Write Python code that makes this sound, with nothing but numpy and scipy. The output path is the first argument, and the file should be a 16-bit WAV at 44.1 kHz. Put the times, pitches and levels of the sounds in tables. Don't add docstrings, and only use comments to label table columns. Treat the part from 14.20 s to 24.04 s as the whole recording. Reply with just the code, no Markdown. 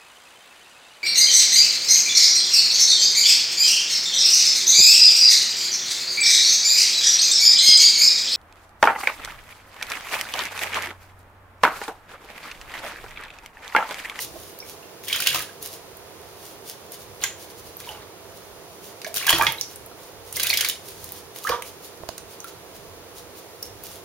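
import sys
import numpy as np
from scipy import signal
from scipy.fft import rfft, irfft
from scipy.io import wavfile
from scipy.ndimage import uniform_filter1d

SR = 44100
rng = np.random.default_rng(int(sys.argv[2]) if len(sys.argv) > 2 else 0)


def digitize_waveform(pressure):
    field = np.atleast_2d(pressure).T
    bounded = np.clip(field, -1, 1)
    quanta = np.round(bounded * 32767).astype(np.int16)
    wavfile.write(sys.argv[1], SR, quanta)


N = 433944
TIME = np.arange(N) / SR
FREQS = np.fft.rfftfreq(N, 1 / SR)
SIDES = np.array([[.5], [-.5]])


def amp(db):
    return 10 ** (np.asarray(db) / 20)


def unit(x):
    return x / np.sqrt(np.mean(x ** 2) + 1e-20)


def read(points, hz):
    f, value = np.transpose(points)
    return np.interp(np.log(hz + 1), np.log(f + 1), value)


def add(mix, s, sound):
    part = mix[:, max(round(s * SR), 0):][:, :sound.shape[1]]
    part += sound[:, :part.shape[1]]


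def colour(x, db):
    return irfft(rfft(x) * amp(db), N)


def drift(pace):
    knots = rng.standard_normal(1024)
    return np.interp(TIME, np.arange(len(knots)) * pace, knots)


# frequency in Hz, correlation from 0 to 1.
MIC_LIKENESS = [(50, .86), (200, .84), (500, .95), (1200, .93), (2500, .75), (4500, .45), (9000, .4),
                (16000, .45)]


def diffuse(pair, likeness=MIC_LIKENESS):
    a, b = rfft(pair)
    same = np.clip(read(likeness, np.fft.rfftfreq(pair.shape[1], 1 / SR)), -1, 1)
    left = same * a + np.sqrt(1 - same ** 2) * b
    return irfft(np.array([left, a]), pair.shape[1])


def impact(pitch, bass_db, treble_db, decay, ring_db, ring_octaves, attack, grain_db, count=6):
    t, hz = np.arange(2048) / SR, np.fft.rfftfreq(2048, 1 / SR)
    noise, flicker = rng.standard_normal((2, len(t))), rng.standard_normal((count, 1, len(t)))

    band_hz, band_width = np.array([1100, 3300, 10000]), np.array([1200, 4200, 10000])
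    per_hz = np.array([bass_db, 0, treble_db]) - 10 * np.log10(band_width)
    gain = amp(read(np.c_[band_hz, per_hz], hz))
    gain *= hz ** 2 / (hz ** 2 + 650 ** 2)
    octaves_off = np.log2((hz + 1) / pitch)
    gain *= amp(ring_db * np.exp(-(octaves_off / ring_octaves) ** 2))

    centres = np.geomspace(1500, 14000, count)
    sizes = np.array([np.interp(hz, centres, one) for one in np.eye(count)])
    droplets = irfft(rfft(diffuse(noise)) * gain * sizes[:, None])
    clumps = amp(grain_db * np.clip(unit(uniform_filter1d(flicker, size=48)), -2, 2))
    shape = (1 - np.exp(-t / attack)) * np.exp(-t / max(decay, attack))
    burst = unit((droplets * clumps).sum(0) * shape)
    return burst * np.sqrt(np.mean(shape ** 2)) / shape.max()


# start in seconds, relative level in dB, cavity pitch in Hz,
# relative bass over middle in dB, relative treble over middle in dB.
PAW_SLAPS = [(0.882, -14.5, 2200, -20, -6), (0.927, -8.5, 3000, -16, -13), (0.945, -13, 3100, -24, -21),
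             (0.959, -11, 2790, 0, -4), (1.002, -9.5, 4580, -6, -1), (1.02, -10, 3070, -18, -2),
             (1.037, -18, 2160, -20, -8), (1.061, -10.5, 1840, -14, -17), (1.07, -0.5, 2620, -20, -13.5),
             (1.087, -12, 2800, -25, -10), (1.145, -7, 1180, -9, -13), (1.158, -13, 1290, -21, -4),
             (1.181, -18, 2310, -11, -13), (1.221, -18, 3790, -1, 5), (3.027, -20.5, 3260, 0, -8),
             (3.038, -8, 6900, -19, -12.5), (4.961, -10.5, 3480, -11, 2.5), (5.066, -6.5, 2150, 2, 1),
             (5.093, -1.5, 3250, -11, -6), (5.103, -0.5, 990, -1, -3.5), (5.127, -3, 3250, 4, -14),
             (5.183, -9, 1460, 19, 8), (5.211, -5, 1040, 12, -20), (5.231, -13, 1630, 14, -1),
             (5.266, -3, 2170, -12, -34), (6.158, -15, 5280, -23, -3), (6.166, -10.5, 2110, 1, 6),
             (6.197, -8, 2880, -8, -9), (6.232, -4, 4020, -6, 5.5), (6.268, -6.5, 3080, -16, -1.5),
             (6.293, -10, 5960, -14, 10), (6.301, -9, 4310, -25, -14), (6.33, -14, 2250, -15, -2),
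             (6.338, -8, 2880, -17, -8), (6.372, -4, 5260, -23, -7), (6.408, -4, 2800, -19, -7),
             (6.446, -8, 2350, -31, -9), (6.462, -17, 3670, -28, -13), (6.486, -6.5, 3670, -21, 8),
             (6.496, -9, 2970, -26, -7), (7.271, -19.5, 2900, -10, -7), (7.291, -12.5, 4870, 0, -8)]


def slaps(gain_db, low_db, high_db):
    out = np.zeros((2, N))
    for s, db, pitch, bass_db, treble_db in PAW_SLAPS:
        burst = impact(pitch, bass_db + low_db, treble_db + high_db, decay=0.0042,
                       ring_db=8.0, ring_octaves=0.23, attack=0.0013, grain_db=3.0)
        add(out, s, amp(db + gain_db) * burst)
    return out


def rising_ring(hz, decay, rise, swell, lead):
    t = np.maximum(np.arange(0, 6 * decay + swell, 1 / SR) - np.array([[0], [lead]]), 0)
    shape = (1 - np.exp(-t / swell)) * np.exp(-t / decay)
    turns = hz * t * (1 + rise * t / decay / 2)
    return shape / shape.max() * np.sin(2 * np.pi * turns)


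def swarm(low_hz, high_hz, cycles, spread_db, rise, count):
    out = np.zeros((2, SR // 3))
    for k, (when, a, b, size, side) in enumerate(rng.random((count // 3, 5))):
        hz = low_hz * (high_hz / low_hz) ** ((a + b) / 2)
        gain = amp(spread_db * min(-np.log(size), 2)) * np.sqrt(hz)
        bubble = rising_ring(hz, cycles / hz, rise, swell=1 / hz, lead=side * 4 / SR)
        add(out, (k + when) / count, gain * bubble)
    return unit(out)


def stir(length):
    attack_s, release_s = 0.022, 0.02
    t = np.arange(SR // 3) / SR
    return np.minimum(t / attack_s, 1) * np.exp(-np.maximum(t - length, 0) / release_s)


# start in seconds, length in seconds, then relative
# levels in dB of the surge, the gurgle of large bubbles, the froth of small ones, and the spray.
STROKES = [(0.862, 0.21, -53, -55, -28.5, -33), (1.064, 0.085, -46, -52, -25, -30.5),
           (1.134, 0.074, -46, -43, -29.5, -35.5), (3.001, 0.064, -53, -42, -31, -37.5),
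           (3.582, 0.11, -54, -60, -41.5, -52), (3.679, 0.15, -55, -45.5, -46.5, -63),
           (4.946, 0.19, -54, -43, -29.5, -34.5), (5.06, 0.11, -50, -28.5, -22, -30),
           (5.175, 0.12, -38.5, -47, -33, -32), (6.129, 0.08, -47.5, -48, -35.5, -34),
           (6.18, 0.302, -53.5, -63, -27.5, -33), (7.275, 0.059, -36.5, -26.5, -30, -40)]
# frequency in Hz, relative gain in dB.
PUSH_COLOUR = [(20, -15), (60, 10), (130, 13), (210, -7), (340, -5), (520, 7), (800, -26), (2000, -73)]


def churn(surge_db, gurgle_db, froth_db):
    push, out = np.zeros((1, N)), np.zeros((2, N))
    for s, length, surge, gurgle, froth, _ in STROKES:
        large = swarm(low_hz=600, high_hz=1935, cycles=3.8, spread_db=8.0, rise=0.038, count=500)
        small = swarm(low_hz=1150, high_hz=7010, cycles=2.6, spread_db=12.5, rise=0.044, count=900)
        bubbles = amp(gurgle + gurgle_db) * large + amp(froth + froth_db) * small
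        add(out, s, stir(length) * bubbles)
        add(push, s, amp(surge + surge_db) * stir(length)[None])
    surge_noise = unit(colour(rng.standard_normal(N), read(PUSH_COLOUR, FREQS)))
    return out + push * surge_noise


# start in seconds, starting pitch in Hz, relative level in dB, cycles in one decay time,
# pitch rise in that time as a share.
SHORT_RINGS = [(0.140, 330, -38, 3.4, .02), (0.155, 614, -33.5, 2.1, .03), (0.403, 5370, -22.5, 7.4, .02),
               (0.426, 2260, -33, 8, 0.011), (0.629, 2720, -37.5, 9, .01), (0.900, 2210, -22, 11, .026),
               (0.9277, 3010, -9.5, 4.6, .02), (0.944, 1380, -25, 6.1, .03), (0.954, 2280, -23, 9, .02),
               (1.001, 1370, -22, 3.2, .046), (1.072, 2770, -15, 7, .02), (1.145, 960, -22, 4.5, .04),
               (1.157, 1240, -20.5, 9.2, 0.028), (1.290, 1600, -40.5, 18, .03), (3.038, 6860, -2, 3, 0.02),
               (3.038, 1066, -31.5, 4.2, 0.022), (3.038, 2080, -16, 3.9, 0.012),
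               (3.040, 1577, -28.5, 16, .005), (3.569, 13400, -20, 13, .01), (3.673, 957, -32.5, 5.9, .01),
               (3.690, 2820, -23, 7, 0.068), (3.695, 836, -31, 11, .01), (4.847, 1690, -25.5, 6, .02),
               (4.849, 2200, -25.5, 7, .02), (4.866, 618, -27, 2, .04), (5.028, 2240, -23, 8, 0.018),
               (5.080, 1624, -10.5, 6, .035), (5.093, 3045, 0, 5.1, .023), (5.102, 900, -18, 8, .02),
               (5.127, 3180, -16, 6.3, .02), (5.196, 868, -11.5, 7.8, 0.037),
               (5.214, 1112, -15.5, 14, 0.048), (5.211, 2350, -12, 6.2, .022),
               (5.224, 1224, -16, 11, 0.068), (5.232, 1600, -15, 6.5, .025), (5.267, 2060, -9, 4.5, .02),
               (5.384, 3890, -24.5, 10, 0.0092), (5.412, 5500, -7, 2.4, .028), (5.715, 1300, -37, 4, .02),
               (6.173, 2020, -27, 8.6, .04), (6.203, 4270, -20, 10, 0.043), (6.245, 2370, -18.5, 7, .06),
               (6.300, 2420, -14, 7, .02), (6.302, 4310, -10, 11, 0.023), (6.330, 2140, -10.5, 6.4, 0.048),
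               (6.382, 3210, -21, 9.8, 0.045), (6.447, 2260, -18, 8, 0.018), (7.249, 1216, -20.5, 26, 0.11),
               (7.270, 1580, -16, 8.9, 0.16), (7.290, 900, -28, 3, 0.024), (7.293, 2340, -22.5, 8.9, .02),
               (7.297, 492, -18, 4.5, .006), (7.317, 1127, -19.5, 23, 0.049), (7.322, 940, -26, 19, 0.018),
               (7.422, 2200, -30, 3.9, 0.018), (8.203, 6200, -26, 12, 0.0098),
               (8.244, 1343, -29, 8.6, .009), (9.429, 5430, -18.5, 7.6, .01)]


def single_rings(gain_db, pan_db):
    out = np.zeros((2, N))
    leads = rng.uniform(0, 3 / SR, len(SHORT_RINGS))
    for (s, hz, db, cycles, rise), lead in zip(SHORT_RINGS, leads):
        ring = rising_ring(hz, cycles / hz, rise, swell=1.13 / hz, lead=lead)
        add(out, s, amp(db + gain_db + SIDES * pan_db) * ring)
    return out


# strongest moment in seconds, length in seconds, relative level in dB.
FUR_SWISHES = [(0.017, 0.053, -23.5), (0.203, 0.23, -44.5), (0.491, 0.091, -40), (0.852, 0.04, -38.5),
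               (1.205, 0.082, -34), (1.45, 0.07, -33), (1.533, 0.072, -38.5), (2.258, 0.18, -43.5),
               (2.488, 0.078, -36.5), (2.736, 0.046, -36.5), (2.81, 0.06, -43.5), (3.219, 0.08, -41.5),
               (3.307, 0.03, -43), (3.388, 0.055, -44), (3.47, 0.072, -45.5), (3.604, 0.048, -42),
               (3.695, 0.12, -43), (4.167, 0.047, -47.5), (4.662, 0.11, -42), (4.877, 0.022, -34),
               (4.967, 0.035, -23.5), (5.405, 0.089, -41), (5.515, 0.095, -44.5), (5.834, 0.15, -48),
               (6.086, 0.094, -44.5), (6.5, 0.06, -38.5), (6.683, 0.11, -40.5), (6.84, 0.24, -42),
               (6.962, 0.083, -41), (7.17, 0.05, -37), (7.261, 0.1, -35.5), (7.474, 0.061, -37.5),
               (7.649, 0.065, -40.5), (8.121, 0.073, -43.5), (8.284, 0.038, -40), (8.56, 0.036, -43),
               (8.977, 0.065, -41), (9.181, 0.051, -42.5), (9.46, 0.028, -43), (9.653, 0.047, -38.5),
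               (9.722, 0.13, -42)]


def spray_level():
    rise, fall = 0.41, 0.51
    rustle_db = -52 + 1 * drift(pace=0.099)
    power = amp(rustle_db)[None] ** 2
    for s, length, db in FUR_SWISHES:
        u = (TIME - s) / length
        near = abs(u) < 3
        bell = np.exp(-(u[near] / np.where(u[near] < 0, rise, fall)) ** 2)
        power[0, near] += (amp(db) * bell) ** 2
    for s, length, *_, db in STROKES:
        add(power, s, (amp(db) * stir(length)[None]) ** 2)
    return np.sqrt(power[0])


# frequency in Hz, relative gain in dB.
SPRAY_TONE = [(500, -35), (1500, -11.5), (3200, -1.5), (5000, 0.5), (7000, 0), (10000, 0), (13000, -0.5),
              (16000, -0.5)]


def spray(gain_db, per_s, spread_db, hiss, crackle_db):
    sizes = amp(spread_db * np.minimum(rng.exponential(1, N), 4))
    sizes *= rng.random(N) < per_s / SR
    drops = diffuse(rng.standard_normal((2, N))) * sizes
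    swish = diffuse(rng.standard_normal((2, N)))
    stroke = spray_level()
    crackle = stroke / (stroke + amp(crackle_db))
    blend = (crackle * unit(drops) + hiss * swish) / np.hypot(crackle, hiss)
    fizz = colour(blend, read(SPRAY_TONE, FREQS))
    return amp(gain_db) * stroke * unit(fizz)


# start in seconds, relative level in dB, ring pitch in Hz,
# relative treble over middle in dB.
DROP_TICKS = [(0.3885, -25, 12600, 6), (0.8375, -28.5, 3170, 6), (1.4265, -19, 15100, 14),
              (1.77, -30, 14000, 22), (2.7198, -24, 11400, 16), (4.8168, -24, 4900, 0),
              (4.8457, -21, 6940, -3), (4.8646, -27, 3650, 0), (4.9424, -15, 10400, 4),
              (4.952, -16, 4400, 12), (5.3223, -12.5, 3260, 27), (5.4113, -12, 5180, 11),
              (5.5588, -24.5, 8910, 21), (5.662, -28, 12700, 30), (6.1263, -19, 10200, 7),
              (6.308, -11, 4570, 3), (6.8423, -21, 6800, 17), (6.9207, -19.5, 14700, 9),
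              (7.1604, -25, 13100, -6), (7.4222, -20, 9930, -0.5), (7.889, -20, 5000, 7.5),
              (7.9798, -21.5, 7100, 2.5), (8.2028, -28, 5930, 13), (8.2432, -23.5, 3730, 17),
              (9.4266, -18.5, 5540, 24), (9.6365, -23, 13900, 17)]


def ticks(gain_db, high_db, pan_db):
    out = np.zeros((2, N))
    for s, db, pitch, treble_db in DROP_TICKS:
        burst = impact(pitch, -9.5, treble_db + high_db, decay=0.0015,
                       ring_db=7.0, ring_octaves=0.47, attack=.0001, grain_db=4.0)
        add(out, s, amp(db + gain_db + SIDES * pan_db) * burst)
    return out


# start in seconds, relative level in dB.
TUB_BUMPS = [(1.148, -39), (5.135, -24), (5.196, -34), (7.289, -39), (7.805, -42.5)]
# frequency in Hz, relative level in dB.
TUB_MODES = [(64, -11), (118, -7), (160, -12), (245, -21), (335, -2.5)]


def bumps(decay):
    out, t = np.zeros((2, N)), np.arange(SR // 4) / SR
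    ring = sum(amp(db) * np.sin(2 * np.pi * hz * t) for hz, db in TUB_MODES)
    for s, db in TUB_BUMPS:
        add(out, s, amp(db) * ring[None] * np.exp(-t / decay))
    return out


# start in seconds, relative level in dB.
HAND_KNOCKS = [(7.8358, -32), (7.891, -26.5)]
# frequency in Hz, relative level in dB, decay in seconds.
CASE_MODES = [(99, -12, 0.0061), (430, -24, .003), (670, 1.5, 0.0037), (940, 0.5, 0.0016)]


def knocks(pan_db):
    out, t = np.zeros((2, N)), np.arange(SR // 10) / SR
    ring = sum(amp(db) * np.sin(2 * np.pi * hz * t) * np.exp(-t / decay) for hz, db, decay in CASE_MODES)
    for s, db in HAND_KNOCKS:
        add(out, s, amp(db + SIDES * pan_db) * ring)
    return out


# left delay in seconds, right delay in seconds, relative gain.
WALL_ECHOES = [(.0010, 0.00102, 0.099), (.0024, 0.0022, -0.65), (.0043, .00425, 0.28), (.0062, .0063, .2),
               (.0087, .0086, -0.19)]
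# frequency in Hz, relative level in dB.
TAIL_COLOUR = [(60, -26), (200, -7), (500, 8), (1200, 3), (3000, 4), (6000, 2), (10000, 2.5), (16000, -6.5)]
# frequency in Hz, time to fall by 60 dB in seconds.
TAIL_T60 = [(100, 0.58), (500, 0.39), (1200, 0.29), (3000, 0.29), (8000, 0.31), (16000, 0.21)]


def bathroom(x, wet_db, walls_db, build):
    t = np.arange(32768) / SR
    hz, when, z = signal.stft(diffuse(rng.standard_normal((2, len(t)))), SR, nperseg=256)
    z *= amp(read(TAIL_COLOUR, hz)[:, None] - 60 * when / read(TAIL_T60, hz)[:, None])
    tail = signal.istft(z, SR, nperseg=256)[1][:, :len(t)] * (1 - np.exp(-t / build))
    echo = amp(wet_db) * tail / np.linalg.norm(tail[0])
    echo[:, 0] += 1
    for left, right, gain in WALL_ECHOES:
        echo[[0, 1], [round(left * SR), round(right * SR)]] += gain * amp(walls_db)
    return signal.oaconvolve(x, echo, axes=1)[:, :N]


# frequency in Hz, relative gain in dB.
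NOISE_COLOUR = [(15, -56), (25, -18), (99, -4.5), (169, -12), (227, -6.5), (368, -5), (399, 0), (433, -2.5),
                (469, 1), (598, -6), (666, 0), (762, -8.5), (919, -8.5), (1530, -14.5), (15500, -25)]
# frequency in Hz, width in Hz, boost or cut in dB.
NOISE_MODES = [(93, 9.5, 2.5), (164.6, 15, 5), (256, 39, -6), (398, 120, 1), (468, 65, -2.5),
               (654, 110, -3.5)]
# frequency in Hz, correlation from -1 to 1.
NOISE_LIKENESS = [(60, 0.65), (130, 0.72), (290, 0.76), (640, 0.8), (1410, 0.49), (3100, -0.32),
                  (6820, -0.91), (15000, -0.53)]


def ambience(level_db):
    db = read(NOISE_COLOUR, FREQS)
    db = db + sum(boost * np.exp(-((FREQS - hz) / width) ** 2) for hz, width, boost in NOISE_MODES)
    noise = unit(colour(diffuse(rng.standard_normal((2, N)), NOISE_LIKENESS), db))
    rumble_hz, waver_db = 110, 4.5
    rumble = colour(noise, -20 * np.log10(1 + (FREQS / rumble_hz) ** 4))
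    waver = amp(waver_db * drift(pace=.12)) - 1
    return amp(level_db) * (noise + rumble * waver)


def scene():
    hits = slaps(gain_db=-9.5, low_db=-4.5, high_db=6.0)
    hits += single_rings(gain_db=-2.0, pan_db=-1.3) + bumps(decay=0.03)
    wash = churn(surge_db=-2.0, gurgle_db=-4.5, froth_db=-7)
    wash += spray(gain_db=-0.5, per_s=1500, spread_db=7.5, hiss=0.49, crackle_db=-35)
    water = bathroom(hits + wash, wet_db=-6.5, walls_db=-7.5, build=0.002)
    tick_sound = ticks(gain_db=-3.5, high_db=-3.5, pan_db=-1.8)
    near = bathroom(tick_sound, wet_db=-6, walls_db=-3.5, build=0.00266)
    return water + near + knocks(pan_db=-9.5) + ambience(level_db=-44)


# frequency in Hz, left minus right in dB.
MIC_BALANCE = [(30, 0), (100, -4.5), (300, -5), (600, -5.5), (1200, -3), (2200, -2), (4500, -2), (8000, 1),
               (13000, -0.8)]
# frequency in Hz, phase in radians.
MIC_LEAD = [(50, .02), (500, .12), (1200, .12), (3000, .3), (8000, .4), (16000, .4)]


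def record(dry):
    notch_db = -19 * np.exp(-((FREQS - 7900) / 130) ** 2) - 5 * np.exp(-((FREQS - 7900) / 700) ** 2)
    gain = amp(notch_db + SIDES * read(MIC_BALANCE, FREQS))
    phase = np.exp(1j * SIDES * read(MIC_LEAD, FREQS))
    heard = np.clip(irfft(rfft(dry) * gain * phase, N), -1, 1)
    edge_hz = 15880
    low_pass = signal.firwin(511, edge_hz, window=("kaiser", 9), fs=SR)
    return signal.oaconvolve(heard, low_pass[None], "same")


dry = scene()
out = record(dry)
digitize_waveform(out)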